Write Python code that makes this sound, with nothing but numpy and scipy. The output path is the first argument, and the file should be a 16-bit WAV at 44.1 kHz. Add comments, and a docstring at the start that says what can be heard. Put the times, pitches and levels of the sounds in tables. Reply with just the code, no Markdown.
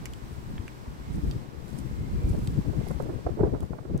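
"""High heels click away over the asphalt of an open car park, with sole taps and gritty scuffs.
Each contact rings the heel, its hard tip and the grit under it. Wind rumbles on each microphone
port separately and, as the gust grows, slaps the ports in short buffets and deep thumps.
Distant traffic, a soft hiss and a few faint whistles lie underneath."""
import sys
import numpy as np
from scipy import signal
from scipy.fft import rfft, irfft
from scipy.io import wavfile
from scipy.ndimage import uniform_filter1d

SR = 44100
rng = np.random.default_rng(int(sys.argv[2]) if len(sys.argv) > 2 else 0)


def store_wav(level_fs):
    """Save 16-bit WAV to argv[1]."""
    pcm = np.round(np.clip(np.atleast_2d(level_fs), -1, 1) * 32767)
    wavfile.write(sys.argv[1], SR, pcm.T.astype(np.int16))


N = 176400

# Each row: start in seconds, body, tip and grit levels in dB, pitch factor.
SHOE_CONTACTS = [(0.0565, -29.5, -34, -24.5, .97), (0.062, -52, -54, -37, 0.89),
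                 (0.1357, -53, -36.5, -34, 0.96), (0.5802, -38, -34.5, -54, 0.71),
                 (0.68, -30.5, -46, -38.5, 0.99), (1.3115, -60, -32, -37, 1.028),
                 (2.4737, -38.5, -31.5, -32.5, 1.04), (3.606, -68, -46, -37.5, 1.07),
                 (3.9770, -62, -50, -36.5, 1.07)]
# Heel body, hard tip, crushed grit. Each row: base frequency in Hz, T60 in seconds, relative dB.
BODY_MODES = [(1550, .006, -8), (2080, .008, -3), (2380, .014, 0)]
TIP_MODES = [(3160, 0.014, 0.5), (3580, 0.0068, 5), (4380, 0.0058, 6.5), (5940, 0.00071, -11)]
GRIT_MODES = [(6380, 0.0031, 1), (7750, 0.0029, 2), (9300, 0.00057, 7), (11000, 0.00034, 1)]


def heels():
    """Each contact is a sharp blow and a brief crunch that ring the shoe; then grit settles."""
    crunch_gain, crunch_s = .18, .0013
    settle_db, settle_s = -41, .016
    out, t = np.zeros((2, N + SR)), np.arange(SR // 10) / SR
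    for start, *levels_db, pitch in SHOE_CONTACTS:
        i = int(start * SR)
        for side in range(2):
            crunch, grains = rng.standard_normal((2, len(t)))
            push = crunch_gain * crunch * np.exp(-t / crunch_s)
            push += undb(settle_db) * grains ** 3 / 2 * np.exp(-t / settle_s)
            push[0] += 1  # the blow
            for db, modes in zip(levels_db, (BODY_MODES, TIP_MODES, GRIT_MODES)):
                out[side, i:i + len(t)] += undb(db) * ring(push, modes, pitch)
    return out[:, :N] * pan(-1.5)


def ring(push, modes, pitch):
    """Damped modes driven by a push, band-passed around them; peak 1."""
    t = np.arange(len(push)) / SR
    response = sum(undb(db - 60 * t / t60) * np.sin(2 * np.pi * pitch * hz * t) for hz, t60, db in modes)
    skirt_ratio = 1.3
    low_hz = pitch * modes[0][0] / skirt_ratio
    high_hz = min(pitch * modes[-1][0] * skirt_ratio, SR / 2 - 1)
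    band = signal.butter(2, [low_hz, high_hz], "band", fs=SR, output="sos")
    ringing = signal.sosfilt(band, signal.fftconvolve(push, response)[:len(t)])
    return ringing / np.abs(ringing).max()


# Each row: centre in seconds, half length in seconds, level in dB.
SOLE_SCUFFS = [(0.323, 0.015, -64), (1.145, 0.018, -61), (1.71, 0.046, -64), (1.788, 0.0091, -52.5),
               (2.301, 0.014, -56.5), (2.425, 0.083, -61.5), (2.893, 0.039, -60), (3.025, 0.016, -57.5),
               (3.635, 0.021, -64)]
# Each row: frequency in Hz, relative level in dB.
SCUFF_SPECTRUM = [(1500, -10), (4000, 4), (8000, 10.5), (10000, 10), (13500, 3.5), (16000, -19)]


def scuffs():
    """Soles rub over fine grit in short grainy swishes."""
    rub = sum(undb(db) * swell(centre, half) for centre, half, db in SOLE_SCUFFS)
    grain = flicker(rate_hz=980, depth_db=7)
    return rub * grain * np.array([noise(SCUFF_SPECTRUM), noise(SCUFF_SPECTRUM)])


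# Wind on the ports. Each row: time in seconds, level in dB.
RUMBLE_LEFT = [(0, -39.5), (.56, -34.5), (.75, -42.5), (1.08, -36.5), (1.29, -23.5), (1.38, -30.5),
               (1.47, -40.5), (1.65, -32.5), (2.0, -29.5), (2.28, -24), (2.42, -29.5), (2.6, -23),
               (3.0, -28.5), (3.28, -32), (3.43, -21.5), (3.65, -29), (3.83, -38), (3.95, -25.5)]
RUMBLE_RIGHT = [(0, -37), (.38, -47), (.55, -35), (.75, -51.5), (.87, -41), (1.0, -44), (1.14, -27.5),
                (1.3, -31.5), (1.39, -33), (1.45, -93), (1.85, -38.5), (2.08, -30.5), (2.27, -27.5),
                (2.53, -28.5), (2.8, -44), (2.96, -68), (3.44, -52), (3.61, -31.5), (3.82, -88),
                (3.94, -28), (4, -34)]
FLUTTER_LEVEL = [(0, -55), (1.1, -59.5), (1.25, -48.5), (1.7, -50.5), (2.1, -60), (2.25, -39), (2.45, -48),
                 (2.75, -38.5), (2.95, -50), (3.04, -39.5), (3.11, -32.5), (3.22, -46), (3.31, -33),
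                 (3.35, -45), (3.41, -22), (3.47, -24.5), (3.51, -35), (3.55, -23.5), (3.59, -49),
                 (3.9, -41.5)]
# Each row: frequency in Hz, relative level in dB.
RUMBLE_SPECTRUM = [(20, -9), (40, -9), (62, 3), (90, -8), (130, -1), (200, -9), (300, -14.5), (450, -24),
                   (700, -47.5), (1500, -85), (4000, -111)]
FLUTTER_SPECTRUM = [(100, -46), (220, -22.5), (320, 3.5), (440, 2), (600, -5), (850, -15), (1300, -26),
                    (2000, -38), (4000, -89)]


def wind():
    """Independent turbulence on each port: lumpy rumble and a higher flutter, mostly on the right."""
    rumble = np.array([curve(port) * turbulence(RUMBLE_SPECTRUM, rate_hz=40, depth_db=5)
                       for port in (RUMBLE_LEFT, RUMBLE_RIGHT)])
    flutter = np.array([undb(port_db) * turbulence(FLUTTER_SPECTRUM, rate_hz=90, depth_db=8.5)
                        for port_db in (-16, 0)])
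    return rumble + curve(FLUTTER_LEVEL) * flutter


def turbulence(spectrum, rate_hz, depth_db, gust_s=.084):
    """Noise that is lumpy from moment to moment but even in strength over the span of a gust."""
    lumps = noise(spectrum) * flicker(rate_hz, depth_db)
    power = smooth(lumps ** 2, int(gust_s * SR))
    return lumps / np.sqrt(np.abs(power) + 1e-9)


# Each row: centre in seconds, half length in seconds, left and right levels in dB.
EDDY_SLAPS = [(2.35, 0.0029, -30, -31.5), (2.812, .004, -42, -33.5), (2.91, 0.0045, -55, -30),
              (3.003, 0.0026, -38.5, -24.5), (3.269, 0.0034, -31.5, -20.5), (3.408, 0.0033, -23.5, -17.5),
              (3.436, 0.0037, -18.5, -15.5), (3.547, 0.0036, -62, -29), (3.629, 0.0067, -59, -34),
              (3.734, 0.0023, -53, -31.5), (3.788, 0.003, -61, -34.5), (3.854, 0.0036, -56, -34),
              (3.952, 0.011, -34, -36)]


def buffets():
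    """Eddies hit the ports with a hollow thud and a rough wake; small, one-sided ones are brighter."""
    port_hz, port_gain = 403, 1.05
    wake_db, wake_s = -10.5, .034
    out, t = np.zeros((2, N)), np.arange(N) / SR
    for centre, half, left_db, right_db in EDDY_SLAPS:
        envelope = swell(centre, half)
        onset = (1 + np.tanh((t - centre) / half)) / 2
        wake = undb(wake_db) * onset * np.exp(-np.abs(t - centre) / wake_s)
        treble_db = .4 * abs(right_db - left_db)
        spectrum = [(hz, db + treble_db * np.clip(np.log2(hz / 500), 0, 1))
                    for hz, db in FLUTTER_SPECTRUM]
        resonance = port_gain * np.sin(2 * np.pi * (port_hz * t + rng.random()))
        for side, db in enumerate((left_db, right_db)):
            air = noise(spectrum)
            thud = envelope * (air + resonance)
            thud *= np.sqrt(np.sum(envelope ** 2) / np.sum(thud ** 2))
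            out[side] += undb(db) * (thud + wake * air)
    return out


# Each row: centre in seconds, frequency in Hz, level in dB.
LARGE_EDDIES = [(0.331, 90, -30), (.54, 170, -28), (.6, 70, -27), (.885, 70, -31.5), (1.286, 59.9, -21.5),
                (2.251, 60, -17), (2.312, 74.7, -16), (2.485, 110, -23), (2.59, 180, -21.5),
                (2.791, 139.6, -17), (3.266, 70.3, -23.5), (3.412, 200, -15), (3.708, 307, -28.5),
                (3.915, 227.8, -24), (3.948, 180, -19.5)]


def thumps():
    """Large eddies roll over the whole microphone: a cycle or two of deep pressure swing."""
    t, half_length_cycles = np.arange(N) / SR, .4
    pressure = np.zeros(N)
    for centre, hz, db in LARGE_EDDIES:
        swing = np.sin(2 * np.pi * (hz * t + rng.random()))
        pressure += undb(db) * swell(centre, half_length_cycles / hz) * swing
    return pressure * pan(4.5)


# Each row: frequency in Hz, relative level in dB.
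TRAFFIC_SPECTRUM = [(40, -46), (200, 9), (400, 5), (650, -4.5), (1000, -4.5), (1400, -14), (2100, -13),
                    (3000, -15.5), (6000, -20), (16000, -82)]
TYRE_SPECTRUM = [(300, -15.5), (700, 3), (1100, 5.5), (1600, 0), (2400, -12.5), (6000, -32.5)]
# Each row: time in seconds, level in dB.
TRAFFIC_LEVEL = [(0, -48), (1.5, -48.5), (2.9, -47), (3.4, -49.5), (3.85, -54), (4, -49.5)]


def traffic():
    """Far traffic all around, plus tyre roar from a road on the right that reaches the left port later."""
    tyre_db, left_lag_s = -7.5, .00043
    diffuse = np.array([undb(port_db) * noise(TRAFFIC_SPECTRUM) * flicker(rate_hz=10, depth_db=1)
                        for port_db in (-2.5, -.7)])
    tyres = undb(tyre_db) * noise(TYRE_SPECTRUM)
    road = np.array([np.roll(tyres, int(left_lag_s * SR)), tyres])
    return curve(TRAFFIC_LEVEL) * (diffuse + road)


# Each row: frequency in Hz, relative level in dB.
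HISS_SPECTRUM = [(1000, 12), (2500, 4), (5000, -0.5), (6600, -2), (8000, 2), (9000, -4), (11000, -4.5),
                 (12700, -3), (16000, -8)]
# Each row: frequency in Hz, left minus right in dB.
HISS_PAN = [(1000, -3.5), (2500, 4.5), (4500, -8), (8000, -3.5), (12000, 0.5)]
# Each row: time in seconds, level in dB.
HISS_LEVEL = [(0, -56), (.3, -55), (.95, -57), (1.3, -53), (1.5, -60), (1.75, -54), (2.05, -56),
              (2.35, -52.5), (2.65, -54.5), (2.95, -54.5), (3.25, -58), (3.83, -61.5)]


def hiss():
    """A wide, airy hiss, independent on each side."""
    sides = np.array([colour(noise(HISS_SPECTRUM), HISS_PAN, share) for share in (.5, -.5)])
    return curve(HISS_LEVEL) * sides


# Each row: centre in seconds, half length in seconds, centre frequency in Hz, level in dB.
FAR_SQUEALS = [(1.07, 0.044, 2140, -64), (2.01, 0.13, 2125, -64.5), (2.243, 0.062, 2360, -61.5),
               (2.861, 0.073, 2086, -61.5)]


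def whistles():
    """Falling squeals, perhaps birds or brakes, blurred by distance and wind into narrow noise bands."""
    sag_hz_per_s, blur_hz = 240, 220
    out, t = np.zeros((2, N)), np.arange(N) / SR
    for centre, half, hz, db in FAR_SQUEALS:
        phase = 2 * np.pi * np.cumsum(hz - sag_hz_per_s * (t - centre)) / SR
        blur = smooth(rng.standard_normal((2, 2, N)), int(SR / blur_hz))
        squeal = unit(blur[0] * np.cos(phase) + blur[1] * np.sin(phase))
        out += undb(db) * swell(centre, half) * squeal
    return out


def undb(db):
    """Decibels to gain."""
    return 10 ** (np.asarray(db) / 20)


def unit(x):
    """Scale to rms 1."""
    return x / np.sqrt(np.mean(x ** 2))


def pan(left_minus_right_db):
    """Left and right gains."""
    return undb(left_minus_right_db * np.array([[.5], [-.5]]))


def smooth(x, samples):
    """Two passes of a moving average."""
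    return uniform_filter1d(uniform_filter1d(x, samples), samples)


def curve(rows):
    """Gain over time from (s, dB) rows."""
    return undb(np.interp(np.arange(N) / SR, *np.array(rows).T))


def swell(centre_s, half_s):
    """Gaussian envelope; the half length is its standard deviation."""
    return np.exp(-.5 * ((np.arange(N) / SR - centre_s) / half_s) ** 2)


def colour(x, spectrum, share=1):
    """Filter by (Hz, dB) rows; share scales the dB."""
    hz, db = np.array(spectrum).T
    bins_hz = np.arange(N // 2 + 1) * SR / N
    gain_db = share * np.interp(np.log(bins_hz + 1), np.log(hz), db)
    return irfft(rfft(x) * undb(gain_db), N)


def noise(spectrum):
    """Coloured noise of rms 1."""
    return unit(colour(rng.standard_normal(N), spectrum))


def flicker(rate_hz, depth_db):
    """Randomly wavering gain of rms 1."""
    hold = max(int(SR / rate_hz), 1)
    stairs = rng.standard_normal(N)[np.arange(N) // hold]
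    ramps = unit(uniform_filter1d(stairs, hold))
    return unit(undb(depth_db * ramps))


def scene():
    """Footsteps in the wind over far traffic."""
    return heels() + scuffs() + wind() + buffets() + thumps() + traffic() + hiss() + whistles()


def record(dry):
    """Steep low-pass on the top treble."""
    cutoff_hz = 15850
    return signal.sosfilt(signal.ellip(10, .2, 80, cutoff_hz, fs=SR, output="sos"), dry)


dry = scene()
out = record(dry)
store_wav(out)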